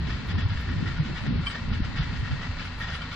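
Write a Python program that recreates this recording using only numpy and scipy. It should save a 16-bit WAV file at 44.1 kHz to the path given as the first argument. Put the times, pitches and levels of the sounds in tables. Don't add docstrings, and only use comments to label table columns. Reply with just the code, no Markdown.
import sys
import numpy as np
from scipy import signal
from scipy.fft import rfft, irfft, next_fast_len
from scipy.io import wavfile
from scipy.ndimage import uniform_filter1d

SR = 44100
rng = np.random.default_rng(int(sys.argv[2]) if len(sys.argv) > 2 else 0)


def invert_db(level):
    return 10 ** (np.asarray(level, dtype=float) / 20)


def transcribe(signal):
    frames = np.atleast_2d(signal).T
    limited = np.clip(frames, -1, 1)
    pcm = np.round(limited * 32767).astype(np.int16)
    wavfile.write(sys.argv[1], SR, pcm)


N = 138915


def rms_one(x):
    return x / np.sqrt(np.mean(x ** 2) + 1e-20)


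def in_time(rows):
    s, *columns = np.transpose(rows)
    return [np.interp(np.arange(N) / SR, s, c) for c in columns]


def at_hz(points, hz):
    point_hz, values = np.transpose(points)
    return np.interp(np.log(hz + 1), np.log(point_hz + 1), values)


def drift(rate_hz):
    r = np.exp(-80 * np.pi * rate_hz / SR)
    noise = rng.standard_normal(N // 40 + 2002)
    slow = signal.lfilter([1], [1, -2 * r, r * r], noise)[2000:]
    return np.interp(np.arange(N) / 40, np.arange(len(slow)), rms_one(slow))


def ring(hits, hz, t60_s):
    r, w = invert_db(-60 / (t60_s * SR)), 2 * np.pi * hz / SR
    return signal.lfilter([0, np.sin(w)], [1, -2 * r * np.cos(w), r * r], hits + 1e-18)


def coloured(x, spectrum):
    gain = invert_db(at_hz(spectrum, np.fft.rfftfreq(N, 1 / SR)))
    return irfft(rfft(x) * rms_one(gain), N)


def bandpass(x, order, low_hz, high_hz):
    return signal.sosfilt(signal.butter(order, [low_hz, high_hz], "band", fs=SR, output="sos"), x)


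def clicks(per_s, spread_db):
    sizes = invert_db(spread_db * np.minimum(rng.exponential(1, N), 5)) * rng.choice([-1, 1], N)
    return rms_one(sizes * (rng.random(N) < per_s / SR))


def burst(start_s, decay_s, attack_s):
    t = np.maximum(np.arange(N) / SR - start_s, 0)
    return (1 - np.exp(-t / attack_s)) * np.exp(-t / decay_s)


# time_s, firing_hz
FIRING = [(0.0, 25.67), (1.81, 24.87), (3.15, 25.93)]
# multiple_of_firing, level_db
ORDERS = [(1, -45), (2, -43), (3, -44.5), (4, -46), (6, -49), (10, -54)]
# hz, density_db_per_hz
DRONE = [(15, -20), (25, -3.5), (59, -5.5), (94, 4), (137, 6), (249, -1), (321, -12), (700, -41.5),
         (910, -47.5), (1540, -120)]
DRONE_DB, DRONE_THROB_DB, DRONE_FADE_DB_PER_S = -41, 3, 1.5
ORDER_WOBBLE_DB = 3.5


def engine():
    turn = 2 * np.pi * np.cumsum(in_time(FIRING)[0]) / SR
    tones = np.zeros(N)
    for k, level_db in ORDERS:
        height = np.sqrt(2) * invert_db(level_db + ORDER_WOBBLE_DB * drift(5.1))
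        tones += height * np.sin(k * turn + rng.uniform(0, 2 * np.pi))
    fade_db = DRONE_FADE_DB_PER_S * (np.arange(N) - N / 2) / SR
    gain = invert_db(DRONE_DB - fade_db + DRONE_THROB_DB * np.sin(turn))
    colour = DRONE[:-1] + [(1400, -120), (1540, -79.5)]
    return tones + gain * coloured(rng.standard_normal(N), colour)


# hz, width_hz, level_db
FRAME = [(560, 40, -4.5), (973, 175, 3.5), (1420, 79, 5), (1850, 87, 5.5), (2299, 75, 5), (2688, 59, 2.5),
         (2950, 200, -25.5), (4255, 610, -4.5)]


def frame(x):
    out = 0
    for k, (hz, width_hz, level_db) in enumerate(FRAME):
        r = np.exp(-np.pi * width_hz / SR)
        poles = [1, -2 * r * np.cos(2 * np.pi * hz / SR), r * r]
        out = out + (-1) ** k * invert_db(level_db) * signal.lfilter([1 - r, 0, r - 1], poles, x)
    return out


# hz, density_db_per_hz
GEAR = [(240, -40.5), (400, -4.5), (670, -5.5), (1000, -5.5), (1850, 0), (2460, -5), (4010, -9),
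        (5000, -17.5), (6000, -32.5), (7350, -36), (8150, -42), (8690, -79), (11300, -99), (19100, -120)]
GEAR_DB, GEAR_PATCHY_DB = -44, 1.45
CHAIN_DB, CHAIN_PER_S = -45.5, 900


def running_gear():
    gear_level = invert_db(GEAR_DB + GEAR_PATCHY_DB * drift(14.0))
    gear = gear_level * coloured(rng.standard_normal(N), [(200, -62)] + GEAR)
    chain_level = invert_db(CHAIN_DB + drift(12.0))
    return gear + chain_level * rms_one(frame(clicks(CHAIN_PER_S, 2.0)))


# hz, density_db_per_hz
CLATTER = [(400, -18), (1000, -6), (2000, 2.5), (3500, 0), (5100, -5), (6200, -19), (8500, -28.5)]
# start_s, peak_db, ring_hz, clatter_db, decay_s
SHAKES = [(0.065, -29.5, 1880, 8, 0.015), (0.088, -30.5, 1930, 0.5, 0.072), (0.283, -25.5, 1950, 3, 0.021),
          (0.374, -27, 1866, 0, 0.046), (0.493, -32, 1670, 5, 0.027), (0.552, -35, 1810, 1, 0.086),
          (0.669, -28, 1920, -5, 0.046), (0.778, -36.5, 1830, 1, 0.034), (0.812, -41, 2010, 3.5, .02),
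          (0.852, -26, 1955, -4, .05), (0.96, -34.5, 1850, 1.5, 0.035), (1.04, -32, 1510, 0, 0.048),
          (1.141, -24.5, 1937, -0.5, 0.022), (1.172, -27.5, 1850, 1.5, 0.014),
          (1.247, -25.5, 1910, -5.5, .03), (1.428, -31.5, 1420, 3.5, 0.013), (1.455, -30.5, 1710, 7, 0.017),
          (1.4946, -28.5, 1870, 2.5, 0.024), (1.514, -38, 4600, -2, 0.019), (1.54, -27, 1850, 0.5, 0.022),
          (1.721, -25.5, 1833, 0, 0.03), (1.831, -23.5, 1910, -0.5, 0.015), (1.956, -25.5, 1930, 2.5, .04),
          (2.001, -30, 2030, 0.5, 0.036), (2.119, -35.5, 1903, -1, 0.12), (2.234, -28.5, 1850, -6, 0.038),
          (2.309, -31.5, 1870, 3.5, 0.019), (2.412, -21.5, 1980, -4.5, 0.024),
          (2.459, -35, 1930, -17, 0.005), (2.57, -37, 1540, 5.5, 0.034), (2.587, -30.5, 1730, 0.5, 0.041),
          (2.642, -32.5, 1500, 4, 0.018), (2.716, -32, 1910, -2.5, 0.021), (2.797, -24, 1880, -3, 0.056),
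          (2.875, -27.5, 1895, 0.5, 0.041), (2.938, -30, 2020, 7.5, 0.017), (3.006, -27, 1430, -1.5, 0.024),
          (3.105, -29.5, 1460, 1.5, .041)]
SHAKE_PER_S, SHAKE_ATTACK_S, SHAKE_T60_S = 2500, 0.013, 0.035
SHAKE_WIDE_DB, SHAKE_RING_DB, SHAKE_FRAME_DB = -5.5, -9.5, -12


def shakes():
    contacts = clicks(SHAKE_PER_S, 3.43)
    own, under, wide = np.zeros((3, N))
    for start_s, peak_db, ring_hz, clatter_db, decay_s in SHAKES:
        hits = invert_db(peak_db) * burst(start_s, decay_s, SHAKE_ATTACK_S) * contacts
        under += hits
        wide += invert_db(clatter_db) * hits
        own += ring(hits, ring_hz, SHAKE_T60_S) / np.sqrt(SHAKE_T60_S * SR / 53.6)
    clatter = coloured(wide, CLATTER)
    frame_ring = frame(under) / np.std(frame(contacts))
    return invert_db(SHAKE_WIDE_DB) * clatter + invert_db(SHAKE_RING_DB) * own + invert_db(SHAKE_FRAME_DB) * frame_ring


# start_s, peak_db
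CLANKS = [
    (1.458, -42),
    (1.4636, -23.5),
    (1.506, -34),
    (3.012, -34),
]
# hz, level_db, t60_s
BAR = [(1145, -8, 0.097), (1600, -18, 0.039), (2325, 0, 0.062), (2800, -14, 0.03), (3125, 3, 0.062),
       (3400, -39, 0.0257), (4600, -10, 0.05), (5060, -17, 0.024), (8110, -24, 0.08), (8310, -31, 0.08)]
BAR_LATE_CYCLES, TOUCH_T60_S = 6.84, 0.012


def clanks():
    start_s, peak_db = np.transpose(CLANKS)
    out = np.zeros(N)
    for hz, level_db, t60_s in BAR:
        hits = np.zeros(N)
        at = ((start_s + BAR_LATE_CYCLES / hz) * SR).astype(int)
        hits[at] = invert_db(peak_db + level_db + rng.normal(0, 1, len(at)))
        touch = ring(hits, hz, TOUCH_T60_S)
        out += ring(touch, hz, t60_s) * 2 * np.log(1000) / (TOUCH_T60_S * SR)
    return out


THUMP_S, THUMP_DB = 1.545, -37


def thump():
    noise = bandpass(rng.standard_normal(N), 2, 300, 800)
    return invert_db(THUMP_DB) * burst(THUMP_S, 0.023, 0.011) * rms_one(noise)


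# start_s, level_db
CHIRPS = [
    (0.271, -64.5),
    (0.604, -64),
    (1.5, -72),
    (2.18, -69.5),
]
CHIRP_HZ, CHIRP_S = 11400, 0.02


def chirps():
    t = np.arange(N) / SR
    swell = np.zeros(N)
    for start_s, level_db in CHIRPS:
        swell += invert_db(level_db) * np.exp(-((t - start_s - CHIRP_S / 2) / CHIRP_S * 2) ** 2)
    return swell * np.sin(2 * np.pi * CHIRP_HZ * t + 2.0 * drift(60.0))


# centre_s, level_db, half_length_s, hz, width_hz
LEAVES = [(1.167, -73.5, .012, 9350, 700), (1.222, -73, .022, 8670, 607), (1.487, -53.5, 0.032, 8270, 900),
          (1.468, -62, 0.012, 8900, 1000), (1.617, -76.5, .012, 9400, 696), (1.745, -77, .014, 8500, 800),
          (2.2, -71, .014, 9050, 910), (2.64, -80, .02, 13530, 2400), (2.655, -68.5, .014, 9550, 2500),
          (2.745, -79, .016, 9100, 1000), (2.8, -68, .026, 8940, 1000), (2.805, -69, .026, 12700, 1920),
          (2.815, -71.5, .016, 14650, 700), (2.95, -64, .026, 9000, 2000), (2.955, -78, .022, 11600, 1500),
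          (3.065, -86, .015, 9900, 500), (3.135, -72, .02, 12100, 1550), (3.135, -70, .016, 9100, 700)]


def leaves():
    t, out = np.arange(N) / SR, np.zeros(N)
    grains = clicks(6300, 3.0)
    for centre_s, level_db, half_length_s, hz, width_hz in LEAVES:
        rustle = rms_one(bandpass(grains, 4, hz - width_hz / 2, hz + width_hz / 2))
        out += invert_db(level_db) * np.exp(-((t - centre_s) / half_length_s) ** 4) * rustle
    return out


# time_s, level_db
GUST = [(0, -43), (.09, -37), (.2, -43), (.37, -35.5), (.6, -49.5), (.7, -34.5), (.76, -40), (.84, -34.5),
        (.95, -42.5), (1.1, -37.5), (1.2, -47), (1.33, -30.5), (1.52, -52.5), (1.63, -45.5), (1.7, -35.5),
        (1.82, -42.5), (2.3, -42.5), (3.15, -61)]
WIND_DB, WIND_LUMP_DB, WIND_APART_DB = 4.5, 4.5, -5.5
WIND_LOW_HZ, GUST_TOP_HZ, GUST_OPENS = 44.57, 178, 0.05
WIND_EVEN = 0.6


def wind():
    level_db, = in_time(GUST)
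    top_hz = GUST_TOP_HZ * invert_db(GUST_OPENS * (level_db - level_db.mean()))
    edges_hz, out = WIND_LOW_HZ * 2 ** np.arange(-1, 4.1, .5), 0
    for low_hz, high_hz in zip(edges_hz, edges_hz[1:]):
        mid, side = bandpass(rng.standard_normal((2, N)), 2, low_hz, high_hz)
        hz = np.sqrt(low_hz * high_hz)
        slopes = (1 + (hz / top_hz) ** 8) * (1 + (WIND_LOW_HZ / hz) ** 4)
        gain = invert_db(WIND_LUMP_DB * drift(hz / 25.0)) / np.sqrt(slopes * top_hz / SR * 2)
        out = out + gain * (mid + invert_db(WIND_APART_DB) * hz / 150 * side * [[1], [-1]])
    swell = uniform_filter1d(np.mean(out ** 2, axis=0), size=1500)
    level = invert_db(level_db + WIND_DB + 0.27 * drift(36.0))
    return level * out * (swell.mean() / swell) ** (WIND_EVEN / 2)


# centre_s, peak_db, pitch_hz, length_cycles
BUFFETS = [(0.027, -26.5, 70.2, 9.5), (0.149, -26, 63.7, 3.3), (0.36, -18.5, 89, 4.5),
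           (0.422, -23.5, 85, 7.7), (0.462, -14.5, 97.4, 2.24), (0.517, -19, 100, 3.7),
           (0.558, -17.5, 81, 0.51), (0.593, -21.5, 72.5, 2.5), (0.692, -29.5, 108, 4.8),
           (0.788, -23, 103, 5.3), (0.827, -18.5, 194, 2.3), (0.873, -22, 103.5, 3.3),
           (1.004, -22, 108, 3.5), (1.006, -16.5, 153, 4.5), (1.284, -20, 145, 4.3),
           (1.229, -26.5, 112, 3.3), (1.326, -26.5, 119, 4.6), (1.352, -32, 99, 3.2), (1.378, -21, 90, 3.3),
           (1.399, -18, 153, 2.3), (1.687, -16, 99, 0.84), (1.718, -13.5, 110, 0.54),
           (1.745, -24.5, 60, 0.55), (1.77, -19, 86, 1.5), (1.805, -14.5, 175, 0.86),
           (1.824, -17, 60, 0.74), (1.85, -24.5, 100, 2.5), (1.899, -29, 87.5, 1.9),
           (2.102, -22.5, 88, 0.86), (2.002, -17, 138, 2.5), (2.01, -22, 49, 2.4), (2.203, -23, 68, 2.47),
           (2.233, -22.5, 130, 3), (2.315, -25, 76, 2.6), (2.331, -20, 134, 3.8), (2.502, -25, 90, 2.5),
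           (0.291, -27, 74.5, 1.8), (.385, -24, 202, 4.9), (1.434, -23, 90.5, 1.7), (2.689, -28, 90, 3.2)]
BUFFET_DB, BUFFET_LAG_S = -0.5, 0.00059


def buffets():
    t, out = np.arange(N) / SR, np.zeros((2, N))
    for centre_s, peak_db, pitch_hz, cycles in BUFFETS:
        lag, turn = rng.standard_normal(2)
        u = (t - centre_s - BUFFET_LAG_S * lag * np.array([[1], [-1]])) * pitch_hz
        wave = np.cos(2 * np.pi * u + 0.41 * cycles * turn)
        out += invert_db(peak_db + BUFFET_DB) * wave * np.exp(-(2 * u / cycles) ** 2)
    return out


MACHINE_TOP_HZ = 8105


def dulled(x):
    return irfft(rfft(x) / (1 + (np.fft.rfftfreq(N, 1 / SR) / MACHINE_TOP_HZ) ** 30), N)


# hz, lead_rad
LEAD = [(0, 0), (260, -0.06), (690, 1.5), (950, -0.9), (1640, 1), (2240, -1.33), (2840, -8), (3530, -5),
        (4650, -7), (6370, -8.5), (8440, 3)]
# hz, lean_db
LEAN = [(60, -1.5), (300, 2.5), (1000, 0), (2000, 3), (4000, 8), (6000, 4.5), (8000, 5.5), (12000, 1.5)]
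# hz, share_db
SCATTER = [(60, -30.5), (300, -16.5), (700, -12.5), (1500, -7), (2500, -3), (4000, -1.1), (8000, 0)]


def ports(x, scatter_s, size=next_fast_len(N + SR)):
    hz, tail_s = np.fft.rfftfreq(size, 1 / SR), np.arange(SR) / SR
    smear = rng.standard_normal((2, SR)) * np.exp(-tail_s / scatter_s)
    smear = rfft(smear / np.sqrt(np.sum(smear ** 2, axis=1, keepdims=True)), size)
    share = np.clip(invert_db(at_hz(SCATTER, hz)), 0, 1)
    half = np.array([[.5], [-.5]])
    direct = np.sqrt(1 - share ** 2) * np.exp(1j * half * np.interp(hz, *np.transpose(LEAD)))
    lean = invert_db(half * at_hz(LEAN, hz))
    return irfft(rfft(x, size) * lean * (direct + share * smear), size)[:, :N]


FIELD_SCATTER_S, SHAKE_SCATTER_S, NEAR_SCATTER_S = 0.2, 0.011, 0.005


def scene():
    steady = ports(dulled(engine() + running_gear()), FIELD_SCATTER_S, size=N)
    near = ports(clanks() + (chirps() + leaves()), NEAR_SCATTER_S)
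    web = ports(dulled(shakes() + thump()), SHAKE_SCATTER_S)
    return steady + near + web + (wind() + buffets())


DUCK_HZ, DUCK_FROM_DB = 6200, -27
DUCK_TREBLE, DUCK_ALL = 12, 0.12


def top_cut(x):
    return signal.sosfilt(signal.butter(12, 14800, fs=SR, output="sos"), x)


def record(dry):
    loud_db = 10 * np.log10(uniform_filter1d(np.mean(dry, axis=0) ** 2, size=1800) + 1e-12)
    loss = 1 - invert_db(-DUCK_TREBLE * np.maximum(loud_db - DUCK_FROM_DB, 0))
    hz = np.fft.rfftfreq(N, 1 / SR)
    treble = irfft(rfft(dry) / (1 + (DUCK_HZ / (hz + 1)) ** 16), N)
    over_db = np.maximum(uniform_filter1d(loud_db, size=4000) - DUCK_FROM_DB + 3, 0)
    return top_cut(invert_db(-DUCK_ALL * over_db) * (dry - loss * treble))


dry = scene()
out = record(dry)
transcribe(out)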